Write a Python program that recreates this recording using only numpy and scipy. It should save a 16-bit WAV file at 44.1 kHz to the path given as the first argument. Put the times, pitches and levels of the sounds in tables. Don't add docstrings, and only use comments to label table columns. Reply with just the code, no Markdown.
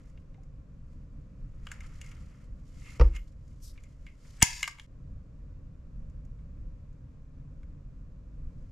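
import sys
import numpy as np
from scipy import signal
from scipy.fft import rfft, irfft, next_fast_len
from scipy.io import wavfile
from scipy.ndimage import map_coordinates

SR = 44100
rng = np.random.default_rng(int(sys.argv[2]) if len(sys.argv) > 2 else 0)


def to_wav(sig):
    pcm = np.clip(np.atleast_2d(sig), -1, 1) * 32767
    pcm = np.round(pcm).astype(np.int16)
    wavfile.write(sys.argv[1], SR, pcm.T)


def makeup_ratio(level_db):
    decades = np.asarray(level_db, float) / 20
    return 10 ** decades


N = 384111
CHANGE_S = 4.868


def unit(x):
    return x / np.sqrt(np.mean(x ** 2) + 1e-20)


def along(points, hz):
    f, v = np.transpose(points)
    return np.interp(np.log(hz + 1), np.log(f + 1), v)


def wobble(rate):
    knots = rng.standard_normal(int(N * rate / SR) + 4)
    return map_coordinates(knots, [np.arange(N) * rate / SR])


def filtered(x, response):
    n = x.shape[-1]
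    m = next_fast_len(n + 8192)
    return irfft(rfft(x, m) * response(np.fft.rfftfreq(m, 1 / SR)), m)[..., :n]


def body(peaks):
    def response(f):
        total = 0
        for k, (centre, width, db) in enumerate(peaks):
            resonance = 1j * f * width / (centre * centre - f * f + 1j * f * width)
            total = total + (-1) ** k * makeup_ratio(db) * resonance
        return total
    return response


def bands(peaks):
    def response(f):
        power = 0
        for centre, width, db in peaks:
            power = power + makeup_ratio(2 * db) / (1 + (2 * (f - centre) / width) ** 2) ** 1.5
        return np.sqrt(power)
    return response


def noise(response, alike, size=N):
    def mid_side(hz):
        turn = np.arccos(np.clip(along(alike, hz), -1, 1)) / 2
        return response(hz) * [np.cos(turn), np.sin(turn)]
    mid, side = filtered(rng.standard_normal((2, size)), mid_side)
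    return unit(np.array([mid + side, mid - side]))


def coloured(points):
    return lambda f: makeup_ratio(along(points, f))


def add(out, s, x):
    i = round(s * SR)
    out[:, i:i + x.shape[-1]] += np.atleast_2d(x)[:, :N - i]


def ring(modes, t, attack, scale=1):
    sines = 0
    for hz, db, t60 in modes:
        sines = sines + makeup_ratio(db - 60 * t / (t60 * scale)) * np.sin(2 * np.pi * hz * t)
    return sines * (1 - np.exp(-t / attack))


def stroke(peak_s, db, swell_s, fade_s):
    late = np.arange(N) / SR - peak_s
    return makeup_ratio(db - 20 * np.where(late < 0, -late / swell_s, late / fade_s))


# start_s, level_db, edge_db (re knock), pitch_hz
LEVER_TAPS = [(0.099, -68, 5, 1040), (0.175, -56.5, -22, 2820), (0.344, -58.5, -21, 774),
              (0.434, -68, 7, 751), (1.716, -33.5, 0.5, 1630), (1.806, -42.5, -4.5, 2100),
              (2.014, -40, 3, 2820), (2.044, -50, -1, 2160), (2.062, -51, 3, 2150), (2.115, -47, -5, 2460),
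              (3.163, -39.5, -2, 2770), (3.479, -71, 8, 830), (3.514, -66.5, -17, 2050),
              (3.602, -66, 1, 1070), (3.777, -49.5, -21, 2240), (3.837, -55, 3, 2260),
              (4.066, -42, -15, 2250), (4.677, -25, -3.5, 1162), (4.785, -45, -11, 886),
              (6.099, -73.5, 10, 2100), (6.251, -74, 12, 2100), (6.389, -65, -18.5, 888),
              (6.929, -79, 11, 2100), (7.631, -55.5, -11, 1450)]
# start_s, level_db, edge_db, pitch_hz, t60_s
ROD_KNOCKS = [(1.669, -35.5, -11.5, 1410, .021), (1.688, -52.5, -5, 880, .025), (4.404, -45, -4, 2100, .02),
              (4.415, -30, -3, 2000, .05), (4.4215, -12.5, -7, 904, 0.025), (4.4237, -17, -3, 1210, .02),
              (4.4261, -17.5, 17, 900, .009), (4.4272, -17, 16, 2050, .009), (4.430, -17, 2.5, 2050, .022),
              (4.4405, -30, 3, 2097, .03), (4.629, -16.5, -5, 2110, .016), (4.6298, -24, -6, 4120, .014),
              (4.6394, -24, -12, 2110, .02), (4.656, -36, -9, 2110, .04), (4.797, -36.5, -10, 3120, .022)]
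# pitch_hz, width_hz, level_db
FRAME_MODES = [(775, 80, -4), (904, 60, -3), (1210, 80, -4), (1460, 110, -3), (1630, 90, -3), (2110, 80, 0),
               (2250, 130, -4), (2460, 150, -5), (2820, 110, -3), (3060, 120, -4), (3280, 130, -7),
               (4120, 160, -9)]
# pitch_hz, width_hz, level_db
PLATE_MODES = [(4600, 250, -8.5), (5110, 310, -3), (6820, 800, 1.5), (7950, 270, -10), (8900, 500, -13.5),
               (11170, 900, -15), (12600, 1300, -15)]
TAP_T60_S, LEVER_HZ, GUIDE_HZ = 0.031, 2135.5, 2900
SHARED_DB = -4
BLOW = 1.2
PLATE_TOP_HZ = 14800


def steel_contacts():
    out, t = np.zeros((2, N)), np.arange(SR // 8) / SR
    contacts = [(*row, TAP_T60_S, LEVER_HZ) for row in LEVER_TAPS]
    contacts += [(*row, GUIDE_HZ) for row in ROD_KNOCKS]

    def plates(f):
        u = f / PLATE_TOP_HZ
        return body(PLATE_MODES)(f) / (1 - u ** 2 + 1.3j * u) ** 2

    for s, db, edge_db, hz, t60, shared_hz in contacts:
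        burst = rng.standard_normal((3, len(t))) * makeup_ratio(-60 * t / t60) * (1 - np.exp(-t / 0.00013))
        near = []
        for centre, width, level in FRAME_MODES:
            own_db = -30 * abs(np.log2(centre / hz))
            common_db = SHARED_DB - 27 * abs(np.log2(centre / shared_hz))
            near.append((centre, width, level + max(own_db, common_db)))

        def frame(f):
            notes = body(near)(f) + body([(2100, 2200, -19)])(f)
            return notes / (1 + 1j * f / 5500) ** 3 * (f / (f - 520j)) ** 4

        knock = filtered(burst[0] + BLOW * np.linalg.norm(burst[0]) * (t == 0), frame)
        crack = burst[1] + .6 * np.linalg.norm(burst[1]) * (t == 0)
        edge = filtered(crack * makeup_ratio([[1.5], [-1.5]]) + .22 * burst[2] * [[1], [-1]], plates)
        knock = makeup_ratio([[.4], [-.4]]) * knock / abs(knock).max()
        edge = makeup_ratio(edge_db) * edge / abs(edge).max()
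        add(out, s, makeup_ratio(db) * (knock + edge))
    return out


# start_s, level_db
SETTLING = [
    (4.428, -34.5),
    (4.46, -40),
    (4.55, -44),
    (4.622, -48.5),
    (4.701, -58),
    (4.78, -75.5),
]
# pitch_hz, width_hz, level_db
CHATTER_BANDS = [(975, 50, -4), (1720, 60, -2), (2050, 250, -2), (2600, 350, -3), (3500, 1200, -11.5),
                 (4750, 260, 0), (5370, 140, 0.5), (6100, 600, -7), (6897, 446, -1.5), (7500, 400, -8),
                 (8900, 630, -11.5), (11000, 495, -18), (12300, 1497, -21)]
# pitch_hz, level_db, t60_s
ROD_MODES = [(980, -10, 0.91), (1710, -6, 0.74), (2110, 0, 0.32), (2245, -3.5, 0.44), (2570, -2.5, 0.41),
             (3940, -15, 0.59), (4818, -15, 8.5), (5470, -7, 3.6), (5852, -8, 0.54), (6702, -11, 5.0),
             (6923, -3.5, 0.48), (7192, -11.5, 0.8), (8441, -16.5, 0.46), (8800, -13, 0.54),
             (11084, -12, 0.22), (11890, -17.5, 0.35)]


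def rod_jangle():
    s, db = np.transpose(SETTLING)
    out, t = np.zeros((2, N)), np.arange(round((s[-1] - s[0]) * SR)) / SR
    chatter = noise(bands(CHATTER_BANDS), [(1000, 0.94), (9000, 0.82)], size=len(t))
    chatter = makeup_ratio(2.6 * wobble(220)[:len(t)]) * chatter
    level = makeup_ratio(np.interp(t + s[0], s, db) + [[1.1], [-1.1]])
    add(out, s[0], level * (chatter + makeup_ratio(-5) * ring(ROD_MODES, t, .002, 3)))
    return out


# start_s, pitch_hz, level_db, t60_s
SPRING_NOTES = [
    (3.163, 13100, -68, .25),
    (4.395, 7950, -44, .3),
    (4.43, 975, -52, .9),
]


def spring():
    out, t = np.zeros((2, N)), np.arange(SR // 2) / SR
    for s, hz, db, t60 in SPRING_NOTES:
        add(out, s, ring([(hz, db, t60)], t, .012))
    return out


# start_s, pitch_hz, level_db, t60_s, rise_s
BOOM_NOTES = [
    (3.002, 58, -5, 0.289, 0.0073),
    (3.0195, 38, -11, 0.4, 0.0088),
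    (3.002, 116, -16.5, 0.13, 0.0028),
    (3.002, 334, -38.5, 0.32, 0.0021),
    (3.092, 44.5, -22.5, 0.31, .01),
    (0.38, 770, -56, .08, .002),
]


def booms():
    out, t = np.zeros((2, N)), np.arange(SR // 2) / SR
    for s, hz, db, t60, rise in BOOM_NOTES:
        add(out, s, ring([(hz, db, t60)], t, rise))
    return out


# start_s, level_db, t60_s
LID_BLOWS = [
    (2.997, -25, 0.038),
    (3.010, -22, 0.044),
    (3.02, -37.5, 0.25),
]
# pitch_hz, width_hz, level_db
LID_MODES = [(332.5, 17, -4.5), (486, 35, 4), (932, 58, -7), (1110, 90, -12), (1303, 94, -9),
             (1895, 160, -18), (2520, 390, -20.5), (5200, 720, -25)]


def lid_thuds():
    out, t = np.zeros((2, N)), np.arange(SR // 2) / SR
    for s, db, t60 in LID_BLOWS:
        puff = noise(np.ones_like, [(500, 0.92)], size=len(t)) * makeup_ratio(-60 * t / t60)
        puff = filtered(puff, lambda f: body(LID_MODES)(f) / (1 + 1j * f / 6000) ** 2)
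        add(out, s, makeup_ratio(db + 4.5) * puff / abs(puff).max())
    return out


# start_s, level_db, rise_s, left_right_db
JOLTS = [
    (4.4285, -2, .0011, -8),
]


def jolt():
    out, t = np.zeros((2, N)), np.arange(SR // 2) / SR
    for s, db, rise, pan_db in JOLTS:
        u = t / rise
        push = u ** 2 * (1 - .27 * u) * np.exp(-u)
        add(out, s, makeup_ratio(db + pan_db * np.array([[.5], [-.5]])) * push)
    return out


# peak_s, rub_db, brush_db (re rub), swell_s, fade_s
RUB_STROKES = [(0.0, -75, -2.3, .1, .34), (0.92, -85, 0.5, 0.22, .4), (1.712, -60, -4.5, 0.071, .25),
               (1.9, -68, -1, .3, .55), (2.1, -64, -5.5, 0.64, .4), (2.44, -75, -3, 1.2, .06),
               (2.67, -82.5, 4.5, .04, .6), (2.864, -66, 4, .22, .45), (2.96, -67, 0, 0.33, .06),
               (3.04, -57, -13, .03, .08), (3.158, -56, -5, .04, .03), (3.175, -70.5, -1, .12, .11),
               (3.49, -86, 8, 0.17, .6), (3.76, -76.5, -2, 0.13, 1.8), (4.25, -72.5, 2.5, 0.056, 1.2),
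               (4.39, -68, 1.5, 0.31, .04), (4.715, -69, -10, 0.027, .15), (4.81, -72, 0.35, .2, .22),
               (8.7, -86, 2.5, .45, .1)]
# pitch_hz, level_db
SCUFF_COLOUR = [(440, -41), (750, -11), (851, -11.5), (1350, -0.5), (1510, -8), (2040, -2.5), (3400, -16.5),
                (4420, -44.5), (7480, -120)]
# pitch_hz, level_db
BRUSH_COLOUR = [(1760, -32), (3000, -3.5), (3540, -8.5), (4790, -2.5), (6450, -3.5), (7020, -1), (8170, -9),
                (12300, -16.5), (13100, -19.5), (14500, -33)]


def rubbing():
    t, near = np.arange(N) / SR, [(1000, .75), (9000, .65)]
    dull = noise(coloured(SCUFF_COLOUR), near) * makeup_ratio(2.2 * wobble(120) + 1.1 * wobble(25))
    bright = noise(coloured(BRUSH_COLOUR), near) * makeup_ratio(2.2 * wobble(160) + 1.5 * wobble(30))
    rub, brush = np.zeros(N), np.zeros(N)
    for s, db, brush_db, swell_s, fade_s in RUB_STROKES:
        same_side = (t < CHANGE_S) == (s < CHANGE_S)
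        power = (stroke(s, db, swell_s, fade_s) * same_side) ** 2
        rub += power
        brush += power * makeup_ratio(2 * brush_db)
    return np.sqrt(rub) * dull + np.sqrt(brush) * bright


# peak_s, level_db, swell_s, fade_s
DRAG_STROKES = [(2.82, -69, .18, .15), (2.868, -54.5, 0.048, .09), (2.895, -56, .05, .06),
                (2.96, -58.5, .12, 0.034), (3.168, -48, 0.042, 0.029), (3.19, -68, .03, 0.081),
                (2.03, -60.5, 0.022, 0.11), (3.785, -66, .005, 0.037), (3.85, -71, .01, .08),
                (4.075, -57.5, .005, 0.067)]


def drag():
    note = noise(bands([(2123, 120, -0.5), (2590, 510, -11.0)]), [(2000, 0.76)])
    return np.sqrt(sum(stroke(*row) ** 2 for row in DRAG_STROKES)) * note


# start_s, level_db, centre_hz
PALM_SLIDE = [
    (3.595, -94, 6060),
    (3.627, -57, 6122),
    (3.699, -59, 5392),
    (3.715, -66.5, 5300),
    (3.77, -82, 5600),
]


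def swish():
    s, db, centre_hz = np.transpose(PALM_SLIDE)
    out, t = np.zeros((2, N)), np.arange(s[0], s[-1], 1 / SR)
    upper = [(7900, 2500, -8), (11500, 3500, -10)]
    open_palm = noise(bands([(6000, 900, 0)] + upper), [(6000, .7)], size=len(t))
    shut_palm = noise(bands([(5200, 1100, 0), (4000, 900, -7)] + upper), [(6000, .7)], size=len(t))
    closed = np.clip((6200 - np.interp(t, s, centre_hz)) / 900, 0, 1)
    grain = 1.3 * wobble(90)[:len(t)]
    level = makeup_ratio(np.interp(t, s, db) + grain + [[.8], [-.8]])
    add(out, s[0], level * (np.sqrt(1 - closed) * open_palm + np.sqrt(closed) * shut_palm))
    return out


# pitch_hz, t60_s
WALL_DECAY = [(300, .35), (2000, 0.35), (6000, .25), (13000, .12)]


def room(x):
    hz, t, z = signal.stft(rng.standard_normal((2, SR // 2)), SR, nperseg=256)
    decay = makeup_ratio(-60 * t / along(WALL_DECAY, hz)[:, None])
    tail = signal.istft(z * decay, SR, nperseg=256)[1]
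    late = np.pad(x, ((0, 0), (260, 0)))
    return signal.fftconvolve(late, tail / np.linalg.norm(tail[0]), axes=1)[:, :N]


# start_s, level_db
RUMBLE_STRENGTH = [(0.0, -54.5), (0.58, -50), (1.19, -51), (1.38, -48), (1.94, -47.5), (2.35, -52),
                   (2.74, -47.5), (4.87, -54.5), (5.0, -48), (5.14, -47.5), (5.38, -50.5), (6.11, -46),
                   (7.16, -50), (8.71, -47)]
# pitch_hz, level_db (per Hz)
DEEP_COLOUR = [(7.1, -32), (12, -3), (39, 0), (90, -14), (120, -41), (200, -120)]
HUM_COLOUR = [(35, -31.5), (60, -2), (97, -6), (140, -4), (199, -14.5), (280, -20.5), (320, -31.5),
              (420, -58.5), (700, -120)]
HISS_COLOUR = [(150, -31.5), (260, -2), (283, -3), (366, -14.5), (524, -8.5), (689, -19.5), (803, -26),
               (1060, -19.5), (2200, -31), (2360, -29), (3210, -37.5), (7160, -38.5), (11000, -56),
               (12400, -48.5), (15500, -63.5)]
# pitch_hz, likeness (0 to 1)
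LIKENESS = [(60, 0.99), (130, 1), (290, 0.69), (640, .6), (1400, .3), (3100, 0.35), (6800, .4),
            (15000, .05)]
# start_s, depth_db, recovery_s
GAIN_DUCKS = [
    (3.0, -2.5, 2.5),
    (4.43, -7, .6),
]
DUCK_ATTACK_S = .08
DEEP_DB, HUM_DB, HISS_DB = 2.5, -1, -65
HUM_FOLLOWS, HISS_FOLLOWS = .45, .05


def background():
    s, strength_db = np.transpose(RUMBLE_STRENGTH)
    t, mean_db = np.arange(N) / SR, strength_db.mean()
    swing = np.interp(t, s, strength_db) - mean_db
    duck = np.zeros(N)
    for start, db, recovery_s in GAIN_DUCKS:
        since = np.clip(t - start, 0, None)
        duck += db * (1 - np.exp(-since / DUCK_ATTACK_S)) * np.exp(-since / recovery_s)
    duck *= t < CHANGE_S
    surge = 1.1 * wobble(6) + 1.4 * wobble(13)
    deep_db = mean_db + DEEP_DB + swing + surge + 1.4 * wobble(9.4)
    hum_db = mean_db + HUM_DB + HUM_FOLLOWS * swing + duck + 0.87 * surge + 0.57 * wobble(7.2)
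    hiss_db = HISS_DB + HISS_FOLLOWS * swing + duck + .3 * surge
    deep = makeup_ratio(deep_db) * noise(coloured(DEEP_COLOUR), LIKENESS)
    hum = makeup_ratio(hum_db) * noise(coloured(HUM_COLOUR), LIKENESS)
    return deep + hum + makeup_ratio(hiss_db) * noise(coloured(HISS_COLOUR), LIKENESS)


def scene():
    t = np.arange(N) / SR
    before = t < CHANGE_S
    hits = steel_contacts()
    early = (hits + rod_jangle() + spring() + booms() + lid_thuds() + jolt()) * before
    wet = makeup_ratio(-14) * room(hits * before) * before
    handling = rubbing() + swish() + drag()
    join = 1 - 0.96 * np.exp(-((t - CHANGE_S) / 0.0042) ** 2)
    return (early + wet + hits * ~before + handling + background()) * join


def roll_off(x):
    return signal.sosfilt(signal.butter(12, 15610, fs=SR, output="sos"), x)


def record(dry):
    x = dry / (1 + abs(dry / 1.5) ** 6) ** (1 / 6)
    x = filtered(x, lambda f: 1 / np.sqrt(1 + (f / 13700) ** 20))
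    return roll_off(x)


dry = scene()
out = record(dry)
to_wav(out)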